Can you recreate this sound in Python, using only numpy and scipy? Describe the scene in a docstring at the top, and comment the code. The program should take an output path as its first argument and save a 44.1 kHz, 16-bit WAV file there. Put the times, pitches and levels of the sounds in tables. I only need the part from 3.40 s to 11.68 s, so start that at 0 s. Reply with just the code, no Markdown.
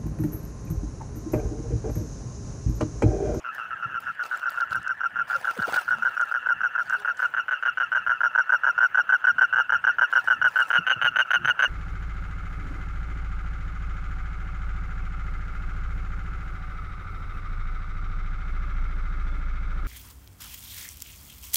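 """A pond edge at night. From the start a toad trills close by: each note is a run of pulses and a held tone that sags.
Over soft night hiss, far toads call alike; steps rustle, click and thump, and low air noise swells as the camera swings.
The hand-held camera turns away in the first second. After 1 s, lead-in pulses come before each note.
Soft hoots sound from 2.5 s, a neighbour toad joins at 3 s, and false starts slip in from 5.4 s.
The camera faces the toad again at 7.5 s. Toads are sine pulses that strike resonances; the rest is mostly shaped noise."""
import sys
import numpy as np
from scipy import signal
from scipy.io import wavfile
from scipy.ndimage import uniform_filter1d

SR = 44100
rng = np.random.default_rng(int(sys.argv[2]) if len(sys.argv) > 2 else 0)


def store_wav(level_fs):
    """Save 16-bit WAV to argv[1]."""
    pcm = np.round(np.clip(np.atleast_2d(level_fs), -1, 1) * 32767)
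    wavfile.write(sys.argv[1], SR, pcm.T.astype(np.int16))


N = 365148  # length in samples

# short pulses in a run: valid until t/s, number of pulses
PULSES_PER_RUN = [(.1, 5), (.25, 4), (.5, 3), (1, 4), (2.45, 3), (9, 4)]
# how the near toad is heard: t/s, pulse level/dB, microphone facing the toad (acts on the rings)/dB, overtones/dB
TOAD = [(0, -25.5, -2, 0.5), (.55, -20.5, -8, -6.5), (.85, -20, -8, -17), (1.15, -16, -14.5, -11.5),
        (1.9, -16, -10, -18), (2.3, -15.5, -10.5, -7.5), (2.6, -13, -16, -14.5), (3.6, -14.5, -8.5, -12.5),
        (4.15, -15.5, -1, -3), (4.4, -13.5, -4.5, -2), (5, -9.5, -11.5, -15), (5.8, -9.5, -11, -7),
        (7.2, -9.5, -8.5, -2), (7.5, -11.5, 7, 11), (7.8, -10.5, 9.5, 7.5), (8.28, -10, 8.5, 6)]
# overtones of the sac: multiple of the pitch, relative level in pulses/dB, in the held tone/dB
OVERTONES = [(2, -17.5, -14.5), (3, -49.5, -37.5)]
# resonances that stay put and that each pulse strikes: f/Hz, width/Hz, relative level/dB, share of the facing
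RINGS = [(640, 300, -17, .1), (925, 150, -13, .1), (2250, 400, -28, .6), (2850, 350, -21, .5),
         (3800, 550, -30, .9), (5620, 70, -31, -.2), (6250, 60, -30, .8), (7780, 70, -56, .2),
         (9200, 90, -58, .1), (10050, 170, -43, .25), (10900, 120, -46, .7), (11350, 220, -42, .8)]
# far toads: pitch f/Hz before glides, notes a second, relative level/dB
FAR = [(1702, 6.3, 1.5), (1567, 7.2, 0.5), (1496, 7.7, -6), (1395.5, 6.4, 5)]
# far toads together: t/s, level/dB
CHORUS = [(0, -38.5), (1.6, -39.5), (5.7, -40.5), (8.28, -38.5)]
# spectrum of leaves and cloth: f/Hz, relative level/dB
RUSTLE_COLOUR = [(200, -21.5), (800, 11.5), (3000, -3.5), (7000, -11), (8600, -13.5), (10500, -14),
                 (12800, -25), (15000, -9)]
# spectrum of the night hiss: f/Hz, relative level/dB
NIGHT_COLOUR = [(300, -1), (900, 8), (3000, 2.5), (3800, -17), (5500, -24), (8700, -33), (10300, -30.5),
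                (12500, -35.5), (14900, -22.5)]
NIGHT_DB = -54
# snaps of twigs and grip: t/s, peak level/dB, f/Hz
CLICKS = [(0.149, -37, 15300), (0.604, -38.5, 14800), (0.837, -29, 4000), (1.095, -33, 5010),
          (1.104, -27.5, 15500), (1.2065, -31, 5360), (1.308, -37, 4310), (1.331, -30.5, 4300),
          (1.3579, -34, 10630), (1.4299, -42, 8700), (1.479, -35.5, 6300), (2.813, -34.5, 6860),
          (3.497, -32.5, 6960), (3.5347, -39.5, 8050), (3.7714, -39.5, 7200), (6.9267, -45, 8000),
          (7.0554, -46, 14500), (7.0853, -40, 8700), (7.1786, -38, 14500), (7.2031, -36, 8700),
          (7.2285, -39, 9000), (7.2923, -36, 8700)]
# thumps on the body of the camera: t/s, relative level/dB, starting f/Hz, pitch change in 40 ms (share)
THUMPS = [(.454, -37, 110, 0.3), (1.366, -40.5, 108, 0.07), (1.953, -36, 560, -.1), (2.166, -35, 570, -.6),
          (2.186, -30, 275, -1.2), (2.277, -26.5, 310, 4), (7.385, -32.5, 155.2, 0.2),
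          (7.561, -38, 140, -0.43), (7.637, -38.5, 125, 0.45), (8.04, -35, 154, -.2)]
# spectrum of air on the microphone port: f/Hz, relative level/dB
RUMBLE_COLOUR = [(40, -23), (65, 0), (140, 1.5), (300, -11.5), (600, -38.5), (15000, -84.5)]
# the rumble, up when the camera swings: t/s, level/dB
RUMBLE_DB = [(0, -69), (.45, -49), (.9, -68), (1.4, -50), (1.8, -61.5), (2.2, -57.5), (2.7, -65.5),
             (4.2, -66), (4.6, -50), (5, -64), (6.7, -58.5), (7.3, -53), (8.28, -52)]
# notes of the near toad: run starts at t/s, held tone against the pulses/dB
NOTES = [(0.048, -1.5), (0.183, -3.5), (0.308, -2.5), (0.426, -2), (0.545, -4.5), (0.669, -6),
         (0.795, -5.5), (0.9144, -1.5), (1.0584, -2.5), (1.204, -4), (1.3481, -5.5), (1.4938, -4.5),
         (1.6355, -2), (1.79, -4), (1.9318, -3.5), (2.0742, -4), (2.2203, -3.5), (2.3617, -2.5),
         (2.5087, -6), (2.6519, -6.5), (2.797, -4.5), (2.9427, -6), (3.0899, -4), (3.2355, -5.5),
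         (3.381, -7), (3.527, -7), (3.677, -6.5), (3.822, -1.5), (3.9676, -2), (4.1109, -5), (4.2545, -2),
         (4.4018, -4), (4.5501, -5.5), (4.6962, -7.5), (4.835, -4.5), (4.9794, -5.5), (5.1231, -5),
         (5.267, -6), (5.425, -6), (5.575, -4.5), (5.724, -6.5), (5.871, -5), (6.012, -4), (6.1785, -4),
         (6.3234, -5), (6.47, -5.5), (6.6136, -5.5), (6.7556, -6.5), (6.9037, -8), (7.0443, -7),
         (7.1902, -3.5), (7.3492, -4.5), (7.498, -8.5), (7.6463, -5), (7.7878, -7), (7.9348, -7),
         (8.0761, -6), (8.224, -5.5)]
# lead-ins that the run does not follow at once: t/s, number of pulses
FALSE_STARTS = [(5.3811, 2), (6.1292, 3), (7.3055, 2)]
# notes near these times have three lead-in pulses, the others two: t/s
LONG_LEADS = [1.79, 1.93, 4.55, 4.7, 5.27, 5.72, 7.19, 7.5, 7.65, 8.22]
# steps and grips in leaves and cloth: t/s, hold/s, relative level/dB
STEPS = [(0.125, 0.023, -67), (0.592, 0.022, -67.5), (0.816, 0.16, -64.5), (1.083, 0.099, -66.5),
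         (1.304, 0.016, -62), (1.87, 0.49, -60.5), (2.26, 0.13, -53.5), (2.475, 0.46, -71),
         (3.386, 0.24, -69), (3.771, 0.073, -66), (6.693, 0.16, -67), (7.07, 0.22, -64.5)]
# a neighbour a few metres off, turned towards the microphone: runs start at t/s
NEIGHBOUR = [2.99, 3.137, 3.259, 3.539, 3.678, 3.997, 4.159, 4.297, 4.437, 4.606, 4.744, 4.871, 5, 5.139,
             5.281, 5.423, 6.079, 6.225, 6.361, 6.489, 7.4, 7.549]
# brief soft low tones, far off: t/s, f/Hz, peak level/dB
HOOTS = [(2.538, 226, -49), (3.54, 413, -50), (7.952, 351, -49)]

PITCH_HZ, COLD_HZ, WARM_S, CLIMB_HZ_PER_S = 1457.3, 96.4, 0.64, 4.5  # the sac starts low and warms up
GAP_CYCLES, HELD_MS = 11.8, 12.75  # pulses lie so many cycles of the sac apart; the held tone then fades
LEADS_FROM_S = 1  # no lead-ins before this
LEAD_MS, LONG_LEAD_MS, QUICK_LEAD_MS = 27, 29.8, 17.5  # ahead of the run: two pulses, three, after a false start
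THROAT_HZ, THROAT_WIDTH_HZ, THROAT_DB = 2770, 440, -21.5  # lifts the second overtone
VOICE_LOW_HZ, VOICE_TOP_HZ = 530, 11700
BOUNCE_MS, BOUNCE_DB = 3.2, -9  # average delay of the echo off the water
BOUNCE_SWAY_MS, BOUNCE_SWAY_HZ = 0.788, .35  # its typical shift and slowest rate as the hand sways
STEP_ATTACK_S, STEP_FADE_DB_PER_S, STILL_DB = 0.013, 178.5, -75  # the last is relative, like the step levels
NEIGHBOUR_HZ, NEIGHBOUR_DB, NEIGHBOUR_BRIGHT_DB = 1412, -38, 11  # pitch before glides; pulse level; overtones
LOW_CUT_HZ, EDGE_HZ = 71, 15600  # bass cut of the microphone; upper limit of the whole sound


def amp(db):
    """Turn decibels into a plain multiplier."""
    return 10 ** (np.asarray(db) / 20)


def evened(x):
    """Scale a sound to an average (RMS) strength of 1."""
    return x / np.sqrt(np.mean(x ** 2) + 1e-20)


def add(mix, s, sound):
    """Lay a sound into the mix at s seconds, cut off at the end."""
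    part = mix[..., max(round(s * SR), 0):][..., :sound.shape[-1]]
    part += sound[..., :part.shape[-1]]


def curve(rows, column=1):
    """Draw straight lines between the table's points, one value a sample."""
    rows = np.array(rows)
    return np.interp(np.arange(N) / SR, rows[:, 0], rows[:, column])


def ring(x, hz, width):
    """A resonance: each click starts a sine of its own height that dies away, faster if the width is larger."""
    decay, step = np.exp(-np.pi * width / SR), 2 * np.pi * hz / SR
    return signal.lfilter([0, np.sin(step)], [1, -2 * decay * np.cos(step), decay * decay], x)


def noise(colour, patchy_db, flicker_db, size=16):
    """Random short-time spectra with patches (size frames long) and flicker across all pitches at once."""
    frames, hz = N // 128 + 5, np.fft.rfftfreq(512, 1 / SR)
    real, imaginary, patches = rng.standard_normal((frames, 257, 3)).T
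    patches = uniform_filter1d(patches, size=8, axis=0)  # smooth over pitch
    patches = evened(uniform_filter1d(patches, size=size, axis=1))  # smooth over time
    f, db = np.transpose(colour)
    level_db = np.interp(np.log(hz + 1), np.log(f), db)[:, None] + patchy_db * patches
    level_db = level_db + flicker_db * rng.standard_normal(frames)
    spectra = (real + 1j * imaginary) * amp(level_db)
    return evened(signal.istft(spectra, nperseg=512, noverlap=384)[1][:N])


def tail(x, t60):
    """Diffuse echoes from bank and bushes: scattered random taps, energy 1, that fall 60 dB in t60 seconds."""
    t = np.arange(SR // 2) / SR
    scattered = rng.standard_normal(len(t)) * (rng.random(len(t)) < .05)
    taps = scattered * amp(-60 * t / t60) * (t > .004)
    return signal.oaconvolve(x, taps / np.linalg.norm(taps))[:N]


def night_hiss():
    """Soft, patchy, flickering background noise."""
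    return amp(NIGHT_DB) * noise(NIGHT_COLOUR, 2.5, 2.5, size=30)


def rumble():
    """Air on the microphone port: low noise that swells when the camera swings."""
    return amp(curve(RUMBLE_DB)) * noise(RUMBLE_COLOUR, 5.5, 1.6, size=40)


def pulse(voice, s, db, hz, direct, held_ms=0):
    """The folds snap open and the sac rings; a held tone lasts and sags. Rows: tone, overtones, drive of the rings."""
    t = np.arange(round((held_ms + 16) * SR / 1000)) * 1000 / SR  # in ms
    rise = 2.6 - 1.3 * direct  # in ms; heard from the front (direct = 1), a pulse starts sharper
    if held_ms:
        swell = np.sin(np.pi / 2 * np.clip(t / rise, 0, 1))
        shape = swell * amp(-.3 * t) / (1 + np.exp((t - held_ms - 3.8) / 1.7))
        glide = .985 - 0.06 * np.clip(t / (held_ms + 4), 0, 1.2)
        fold_multiples = (4, 8)
    else:
        hump = (t / rise * np.exp(1 - t / rise)) ** (2.4 - 1.6 * direct)
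        shape = hump * np.sin(np.pi / 2 * np.minimum(t / 0.33, 1)) ** 2
        glide = 1.015 - .004 * t
        fold_multiples = (4, 5)
    turn = 2 * np.pi * np.cumsum(hz * glide) / SR
    wobble = .014 * np.cumsum(rng.standard_normal(len(t)))
    sound = np.zeros((3, len(t)))
    # from the front the overtones outlast the held tone
    sound[0] = shape * np.sin(turn) * amp(-.35 * direct * t * (held_ms > 0))
    overtones = sum(amp(held if held_ms else short) * np.sin(k * turn) for k, short, held in OVERTONES)
    sound[1] = shape ** 1.41 * overtones
    # high multiples of the folds, unsteady
    sound[2] = amp(-39.0) * shape * sum(np.sin(k * (turn + wobble)) for k in fold_multiples)
    # air hissing past them
    hiss = np.diff(rng.standard_normal(len(t) + 2), 2)
    sound[2] += amp(-33 if held_ms else -24) * shape ** 2 * hiss
    snap = np.hanning(15) / 7
    sound[2, 20:35] += snap * (.6 if held_ms else 1.1) * amp(2.4 * rng.standard_normal())
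    sound[2] *= amp(0.5 * (db - 4.0))  # harder pulses ring more
    add(voice, s - rise / 1000, amp(db) * sound)


def run_of_pulses(voice, hz, direct, spacing_ms, held_ms, count, s, db, held_db):
    """The first gap is shorter and the first pulse weaker and higher; the held tone takes the last place."""
    luck = rng.standard_normal((6, 3))  # small differences in level, pitch and timing
    for k in range(count):
        first = k == 0
        at = s + (max(k - .13, 0) * spacing_ms + .25 * luck[k, 2]) / 1000
        level_db = db - 1.9 * first - 0.56 * max(k - 1, 0) + 0.58 * luck[k, 0]
        pulse(voice, at, level_db, hz * (1 + 0.028 * first + 0.013 * luck[k, 1]), direct)
    held_at = s + (count - .25) * spacing_ms / 1000
    pulse(voice, held_at, held_db + 2.0, hz, direct, held_ms)


def lead_in(voice, hz, direct, s, count, db):
    """Two or three pulses ahead of a run; the second is set strongest."""
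    luck = rng.standard_normal((3, 2))
    for k in range(count):
        level_db = db - (3.3, 1.3, 3.6)[k] + 0.38 * luck[k, 0]
        pulse(voice, s - .0006 + k * .0079, level_db, hz * (0.989 + 0.0027 * luck[k, 1]), direct)


def voiced(voice, facing_db, overtone_db):
    """Tone, overtones and rings, brighter when the microphone faces the animal; so small a body sends out no bass."""
    tone, overtones, drive = voice
    rings = 0
    for hz, width, db, share in RINGS:
        soft = 150 + 3 * width  # two wider resonances round the start of each ring
        rounded = ring(ring(drive, hz, soft), hz, 2 * soft)
        struck = ring(rounded, hz, width) * soft ** 2 / 12340000.0
        rings = rings + amp(db + share * facing_db) * struck
    throat = amp(THROAT_DB) * ring(overtones, THROAT_HZ, THROAT_WIDTH_HZ)
    sound = tone + amp(overtone_db) * (0.49 * overtones + throat) + rings
    sound = signal.sosfilt(signal.butter(8, VOICE_TOP_HZ, fs=SR, output="sos"), sound)
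    return signal.sosfilt(signal.butter(6, VOICE_LOW_HZ, "high", fs=SR, output="sos"), sound)


def chorus():
    """Each far toad keeps its own slightly uneven beat; distance adds echoes."""
    voice = np.zeros((3, N))
    for hz, rate, db in FAR:
        beats = np.arange(70) + rng.random() + .08 * rng.standard_normal(70)
        for s in beats / rate:
            lead_in(voice, hz, 0.3088, s, 2, db)
            run_of_pulses(voice, hz * .99, .3, 7.9, 14, 4, s + .027, db, db - 3)
    voice[2] *= .3
    dry = voiced(voice, 0.42, -0.52)
    return amp(curve(CHORUS)) * evened(dry + amp(-2.5) * tail(dry, 0.24))


def bounce(x):
    """One reflection off the water, whose path length wanders as the hand sways."""
    t = np.arange(N) / SR
    waves = (np.sin(2 * np.pi * (BOUNCE_SWAY_HZ * k * t + rng.random())) / k for k in (1, 1.7, 3.1))
    sway = evened(sum(waves))
    return amp(BOUNCE_DB) * np.interp(t - (BOUNCE_MS + BOUNCE_SWAY_MS * sway) / 1000, t, x)


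def toad():
    """The near caller: its pitch climbs as the sac warms up, and facing the microphone sharpens and brightens it."""
    voice, t = np.zeros((3, N)), np.arange(N) / SR
    pitch = PITCH_HZ - COLD_HZ * np.exp(-t / WARM_S) + CLIMB_HZ_PER_S * t
    level_db, facing_db = curve(TOAD, column=1), curve(TOAD, column=2)
    direct = np.clip((facing_db + 13.0) / 14, 0, 1)
    for s, pulses in FALSE_STARTS:
        i = round(s * SR)
        lead_in(voice, pitch[i], direct[i], s, count=round(pulses), db=level_db[i])
    for s, held_db in NOTES:
        i = round(s * SR)
        count = next(n for until, n in PULSES_PER_RUN if until > s)
        hurried = any(0 < s - early < .06 for early, _ in FALSE_STARTS)
        long = any(abs(s - near) < .03 for near in LONG_LEADS)
        ahead_ms = QUICK_LEAD_MS if hurried else LONG_LEAD_MS if long else LEAD_MS
        lead_count = (s > LEADS_FROM_S) * (2 + long)
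        lead_in(voice, pitch[i], direct[i], s - ahead_ms / 1000, count=lead_count, db=level_db[i])
        spacing_ms = 1000 * GAP_CYCLES / pitch[i]
        run_of_pulses(voice, pitch[i], direct[i], spacing_ms, HELD_MS, count, s, level_db[i],
                      level_db[i] + held_db)
    dry = voiced(voice, facing_db, curve(TOAD, column=3))
    return dry + bounce(dry) + amp(-30.0) * tail(dry, 0.2)


def rustle():
    """Leaves and cloth: patchy hiss with random crackles in it; each step starts quickly, holds and fades."""
    t, level = np.arange(N) / SR, 0
    for s, hold_s, db in STEPS:
        fade_db = STEP_FADE_DB_PER_S * np.maximum(t - s - hold_s, 0)
        level = level + np.clip((t - s) / STEP_ATTACK_S, 0, 1) * amp(db - fade_db)
    chosen = rng.random(N) < 110 / SR  # about 110 crackles a second
    crackle = amp(6 * np.minimum(rng.exponential(1, N), 3.2)) * chosen
    gate = evened(signal.lfilter([1], [1, -.98], crackle))  # each crackle dies away
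    loudness = 4.6 * amp(STILL_DB) + level * (4.2 + 2.9 * gate)
    return noise(RUSTLE_COLOUR, 4, 2, size=6) * loudness


def clicks():
    """Snaps of twigs and grip: short noise bursts, partly ringing round a pitch."""
    out, t = np.zeros(N), np.arange(3000) / SR
    for s, db, hz in CLICKS:
        burst = rng.standard_normal(len(t)) * amp(-60 * t / 0.012)
        burst = 0.29 * burst + evened(ring(burst, hz, 1800)) * 0.089
        add(out, s, amp(db) * burst / abs(burst).max())
    return out


def thumps():
    """Knocks on the camera body: a few low cycles that may glide, with some ringing noise above."""
    out, t = np.zeros(N), np.arange(3000) / SR
    for s, db, hz, glide in THUMPS:
        u = t / 0.007  # the swell is fullest after 7 ms
        turn = 2 * np.pi * np.cumsum(hz * np.clip(1 + glide * t / 0.04, .3, 4)) / SR
        knock = np.cos(turn) + 0.333 * evened(ring(rng.standard_normal(len(t)), 2.085 * hz, 270))
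        add(out, s, amp(db) * u * np.exp(1 - u) * knock)
    return out


def hoots():
    """Each is a plain sine tone that swells and fades."""
    out, t = np.zeros(N), np.arange(5500) / SR
    for s, hz, db in HOOTS:
        add(out, s, amp(db) * np.hanning(len(t)) * np.sin(2 * np.pi * hz * t))
    return out


def neighbour():
    """The same kind of note from a second toad, quieter, bright and with echoes."""
    voice = np.zeros((3, N))
    for s in NEIGHBOUR:
        lead_in(voice, NEIGHBOUR_HZ, 0.33, s - .027, count=2, db=NEIGHBOUR_DB)
        run_of_pulses(voice, NEIGHBOUR_HZ, 0.28, 7.5, HELD_MS, count=4, s=s, db=NEIGHBOUR_DB,
                      held_db=NEIGHBOUR_DB - 4.5)
    voice[2] *= .3
    dry = voiced(voice, 3.0, NEIGHBOUR_BRIGHT_DB)
    return dry + amp(-13.5) * tail(dry, 0.074)


def scene():
    """All sounds added together, as one channel."""
    background = night_hiss() + rumble()
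    toads = chorus() + toad() + neighbour()
    movement = rustle() + clicks() + thumps()
    return (background + toads + movement + hoots())[None]


def record(dry):
    """The microphone's bass cut, then the upper limit of the whole sound."""
    cut = signal.sosfilt(signal.butter(2, LOW_CUT_HZ, "high", fs=SR, output="sos"), dry)
    band_limit = signal.firwin(511, EDGE_HZ, window=("kaiser", 9), fs=SR)
    return signal.oaconvolve(cut, band_limit[None], "same")


dry = scene()
out = record(dry)
store_wav(out)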